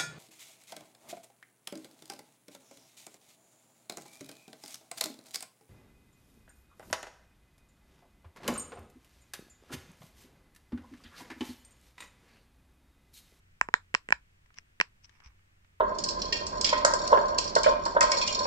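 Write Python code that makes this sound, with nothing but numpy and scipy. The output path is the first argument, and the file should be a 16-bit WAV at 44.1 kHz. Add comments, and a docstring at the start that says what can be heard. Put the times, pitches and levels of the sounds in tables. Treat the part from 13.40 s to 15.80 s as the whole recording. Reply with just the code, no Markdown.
"""Popping a silicone bubble toy

Fingers press the toy's bubbles close to a microphone with two openings, in a small, soft room.
Each dome snaps through with a very short ring, often after a smaller buckle. Between the pops
the fingers tick and rub on the rubber and the floppy sheet wobbles, over quiet hiss and a low hum."""
import sys
import numpy as np
from scipy import signal
from scipy.fft import rfft, irfft, next_fast_len
from scipy.io import wavfile

SR = 44100
rng = np.random.default_rng(int(sys.argv[2]) if len(sys.argv) > 2 else 0)


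def pcm_store(signal):
    """Save signal as 16-bit PCM."""
    levels = np.round(np.clip(np.atleast_2d(signal), -1, 1) * 32767)
    wavfile.write(sys.argv[1], SR, levels.astype(np.int16).T)


N = 105840


def from_db(db):
    """Turn decibels into a number to multiply by."""
    return 10 ** (np.asarray(db) / 20)

def rms_one(x):
    """Scale a sound so its average strength (rms) is one."""
    return x / np.sqrt(np.mean(x ** 2) + 1e-20)

def panned(db):
    """Left and right gains, with the left louder by db."""
    return from_db(np.array([[db], [-db]]) / 2)

def die_away(t, fade_s):
    """A fade that falls 60 dB in fade_s seconds."""
    return np.exp(-np.log(1000) * t / fade_s)

def at_hz(points, hz):
    """Read between a table's rows, giving each octave equal space."""
    f, values = np.transpose(points)
    return np.interp(np.log(np.maximum(hz, 1)), np.log(f), values)

def coloured(x, points):
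    """Make lows and highs louder or softer, following rows of f/Hz, level/dB."""
    size = next_fast_len(2 * x.shape[-1], real=True) * 2
    gain = from_db(at_hz(points, np.fft.rfftfreq(size, 1 / SR)))
    cepstrum = irfft(np.log(gain))
    cepstrum[1:size // 2] *= 2  # fold it so nothing rings before the sound starts
    cepstrum[size // 2 + 1:] = 0
    return irfft(rfft(x, size) * np.exp(rfft(cepstrum)))[..., :x.shape[-1]]

def tilted(x, treble_db):
    """Brighten a sound by raising the treble and lowering the rest."""
    return coloured(x, [(1500, -treble_db), (5000, treble_db)])

def resonance(x, hz, width_hz):
    """Ring at one pitch; a wider ring dies sooner."""
    r = np.exp(-np.pi * width_hz / SR)
    feedback = [1, -2 * r * np.cos(2 * np.pi * hz / SR), r * r]
    return signal.lfilter(np.array([1, 0, -1]) * (1 - r * r) / 2, feedback, x + 1e-18)

def add(out, s, sound):
    """Mix a sound in, starting at s seconds."""
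    i = int(s * SR)
    out[:, i:i + sound.shape[-1]] += sound[..., :N - i]


# The tone of the room's rumble and hiss: f/Hz, relative level/dB
AIR_COLOUR = [(20, 0), (60, -4), (150, -11.5), (260, -20.5), (420, -21.5), (700, -24.5), (1000, -24),
              (1800, -19), (2600, -22.5), (4000, -31.5), (7500, -34), (9500, -40.5), (11500, -39.5),
              (15500, -44)]
# How alike left and right are: f/Hz, likeness (1 the same, -1 opposite)
AIR_LIKENESS = [(60, 0.97), (130, .96), (250, 0.66), (500, -0.54), (1000, -0.56), (2000, -0.66), (8000, 0)]
def room_tone():
    """The quiet room: rumble, hiss, a wavering low hum and a thin steady whine."""
    hum_hz, hum_width_hz, whine_hz = 91.7, 6, 8290
    hz = np.fft.rfftfreq(N, 1 / SR)
    middle, side, drone = rfft(rng.standard_normal((3, N)))
    alike = np.clip(at_hz(AIR_LIKENESS, hz), -1, 1)
    noise = np.sqrt(1 + alike) * middle + np.sqrt(1 - alike) * side * [[1], [-1]]
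    air = rms_one(irfft(from_db(at_hz(AIR_COLOUR, hz)) * noise, N))
    hum = rms_one(irfft(drone / (1 + ((hz - hum_hz) / hum_width_hz * 2) ** 2), N))
    whine = rms_one(np.sin(2 * np.pi * whine_hz * np.arange(N) / SR))
    return from_db(-65) * air + from_db(-71) * hum + from_db(-96) * panned(8.5) * whine


# The tone of the room's echo: f/Hz, level/dB
ECHO_COLOUR = [(150, -11.5), (500, -0.5), (1000, -2), (1500, -3), (2500, -7), (4000, 6.5), (5500, -3),
               (8000, 6.5), (10000, -14)]
def room_echo(x):
    """Sound bounces off the walls, holds for a moment and dies away, differently on each side."""
    rise_s, hold_s = .002, .014
    t = np.arange(SR // 3) / SR
    shape = np.clip(t / rise_s, 0, 1) ** 2 * die_away(np.maximum(t - hold_s, 0), fade_s=.135)
    tail = rng.standard_normal((2, len(t))) * shape
    tail = coloured(tail / np.linalg.norm(tail, axis=1, keepdims=True), ECHO_COLOUR)
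    return from_db(-20.5) * panned(2) * signal.fftconvolve(x, tail, axes=1)[:, :N]


# Swings of the whole sheet: t/s, level/dB, f/Hz, time to fade by 60 dB/s
SHEET_SWINGS = [(0.215, -52, 45, 0.34), (.724, -47, 55.3, 0.21), (1.182, -52, 76, 0.068),
                (1.863, -44, 59, 0.18)]
def sheet_wobbles():
    """The floppy sheet swings back and forth, making a low, fading tone."""
    out, t = np.zeros((2, N)), np.arange(SR // 3) / SR
    for s, db, hz, fade_s in SHEET_SWINGS:
        add(out, s, from_db(db) * np.sin(2 * np.pi * hz * t) * die_away(t, fade_s))
    return out


# Finger strokes: loudest at t/s, swell/s, fade/s, level/dB, treble/dB, left minus right/dB
STROKES = [(1.176, 0.0095, 0.0115, -57, 0.5, 7.5), (1.651, 0.0086, 0.0056, -52.5, 7.5, 8.5),
           (1.745, 0.039, 0.045, -69.5, -3.5, -2.5), (1.831, 0.029, 0.063, -67, -10.5, -6.5),
           (1.862, 0.013, 0.012, -55.5, 1.5, 2)]
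# The tone of skin on rubber: f/Hz, relative level/dB
STROKE_COLOUR = [(200, -13), (600, -20), (950, 7.5), (1500, 2), (2300, 9.5), (3300, -2), (4300, -7.5),
                 (5300, 6.5), (5900, 6), (6700, -17.5), (7700, -11.5), (9000, -33), (13000, -52)]
def finger_rubs():
    """Skin slides on rubber in many tiny slips that swell and fade with each stroke."""
    slips_per_s, spread_db = 2000, 4.5
    out, t = np.zeros((2, N)), np.arange(SR // 2) / SR - 1 / 4
    for s, swell_s, fade_s, db, treble_db, pan_db in STROKES:
        slips = rng.random(len(t)) < slips_per_s / SR
        sizes = from_db(spread_db * np.minimum(rng.exponential(1, len(t)), 3))
        grains = coloured(slips * sizes * rng.standard_normal((2, len(t))), STROKE_COLOUR)
        rub = rms_one(tilted(grains, treble_db))
        shape = np.exp(-(t / np.where(t < 0, swell_s, fade_s)) ** 2 / 2)
        add(out, s + t[0], from_db(db) * panned(pan_db) * rub * shape)
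    return out


# Fingertips touch or let go: t/s, level/dB, treble/dB, left minus right/dB
TOUCHES = [(1.060, -30.5, 3.5, 6.5), (1.104, -29.5, -6.5, 0.5), (1.142, -24.5, 8.5, -1),
           (1.694, -21, 4, 9.5), (1.802, -18.5, 0.5, 4), (1.993, -35.5, -3, -4.5), (2.246, -27, -0.5, -4)]
# The tone of a touch: f/Hz, level/dB
TOUCH_COLOUR = [(200, -15.5), (550, -14.5), (1000, -3.5), (2200, -2), (3200, -10.5), (4200, -17.5),
                (5600, -15.5), (8000, -28), (10000, -33), (13000, -54)]
def finger_ticks():
    """A fingertip makes a tiny burst of noise that dies at once."""
    out, t = np.zeros((2, N)), np.arange(SR // 20) / SR
    fade = die_away(t, fade_s=.024)
    for s, db, treble_db, pan_db in TOUCHES:
        burst = rng.standard_normal((2, len(t))) * fade / np.linalg.norm(fade)
        add(out, s, from_db(db) * panned(pan_db) * tilted(burst, treble_db))
    return coloured(out, TOUCH_COLOUR)


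# A dome buckles or snaps, or (the row at 1.1855 s) the sliding fingers slip with a sharp click: t/s, level/dB,
# pitch factor, six tone boosts from low to high (thump/dB, hollow/dB, crack/dB, edge/dB, snap/dB, tick/dB),
# echo/dB, strength of a second step (held to 0-1)
DOME_SNAPS = [(0.2121, 16.5, 1.025, 0.5, 3, 0, -12.5, -4.5, 2, 1.5, 0.2),
              (0.287, -4, .98, 19.5, 9.5, 3, -8.5, -5, -2.5, -1.5, -1.5),
              (0.34, 22, .98, -1.5, -2.5, -5.5, 2, -6, -2.5, 3, 0.04),
              (.5420, 4, 1.133, 13.5, -7, 3.5, -0.5, -21, 8.5, 0, 0.01),
              (0.5488, 14, 1.057, 3.5, 4, 8, 7, 7.5, 4, 0.5, 0.11),
              (0.688, -0.5, 1.09, 12.5, -5.5, 1.5, -6, -9.5, 6, 3, 0),
              (0.7056, 0.5, 1.044, 17, -3.5, 0.5, 0, -8.5, 10.5, 2, 0.35),
              (0.724, 20, 1.0, -4, -1.5, 3, -2.5, -2.5, -6, 0, 0.63),
              (1.1855, -9, 1.06, -2, -10, 5.5, 1, 14.5, 4, -4, 0),
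              (1.4009, 14, 1.032, 5, -26.5, 1.5, 4, -9, -4.5, 0, 0),
              (1.4117, 14.5, 1.044, 3, 1, 8, 4, 6, -5, 1, 0.2)]
# Where those boosts sit, with an unboosted point after the second: f/Hz
BOOST_HZ = [430, 1000, 1700, 2600, 3900, 5200, 7400]
# The pitches the toy rings at: f/Hz, width/Hz, level/dB
TOY_RINGS = [(168, 150, -17.5), (427, 180, -14), (986, 150, 2), (1340, 350, 0.5), (1797, 330, 5),
             (2462.5, 368, 0), (3000, 630, -9.5), (3950, 900, -17.5), (5160, 620, -16), (6100, 700, -23.5),
             (7110, 1200, -20.5), (7760, 280, -28), (9600, 1200, -42.5)]
# How each microphone opening colours a close sound: f/Hz, level/dB
LEFT_COLOUR = [(250, 1), (520, -6.5), (1000, -2), (1600, -1), (2000, -6), (2450, -1.5), (3200, -4),
               (5200, 10), (7300, 7.5), (9000, 2), (13000, -21.5)]
RIGHT_COLOUR = [(250, 1), (450, 4), (1000, 1.5), (2100, 3), (2700, 0.5), (3500, -14.5), (4800, 2.5),
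                (6300, -11), (9000, -9.5), (13000, -27.5)]
def dome_pops():
    """Each snap is one sharp push that rings the rubber. Gives the close sound and the room's share."""
    build_up_s, lead_s, rubber_top_hz = .00003, .001, 10000
    second_step_s, right_lag_s = .00125, .00013
    direct, to_room, t = np.zeros((2, N)), np.zeros((2, N)), np.arange(SR // 20) / SR
    push = np.exp(-abs(t - lead_s) / build_up_s) * (t <= lead_s)
    push = signal.sosfilt(signal.butter(6, rubber_top_hz, fs=SR, output="sos"), push / push.sum())
    for s, db, pitch, thump, hollow, crack, edge, snap, tick, echo_db, second in DOME_SNAPS:
        boosts = list(zip(BOOST_HZ, [thump, hollow, 0, crack, edge, snap, tick]))
        ring = np.zeros(len(t))
        for k, (hz, width_hz, ring_db) in enumerate(TOY_RINGS):
            gain = from_db(db + ring_db + at_hz(boosts, hz))
            ring += (-1) ** k * gain * resonance(push, hz * pitch, width_hz)
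        # Some domes give way in two steps.
        ring += np.clip(second, 0, 1) * np.interp(t - second_step_s, t, ring)
        left = coloured(ring, LEFT_COLOUR)
        right = np.interp(t - right_lag_s, t, coloured(ring, RIGHT_COLOUR))  # farther: later, duller
        heard = np.array([left, right])
        add(direct, s - lead_s, heard)
        add(to_room, s - lead_s, from_db(echo_db) * heard)
    return direct, to_room


def scene():
    """The toy and the fingers in the room."""
    pops, pops_to_room = dome_pops()
    fingers = finger_ticks() + finger_rubs()
    return pops + fingers + room_echo(pops_to_room + fingers) + sheet_wobbles() + room_tone()

def record(dry):
    """Cut away the very highest treble."""
    cutoff_hz = 15700
    return signal.sosfilt(signal.ellip(10, .1, 70, cutoff_hz, fs=SR, output="sos"), dry)


dry = scene()
out = record(dry)
pcm_store(out)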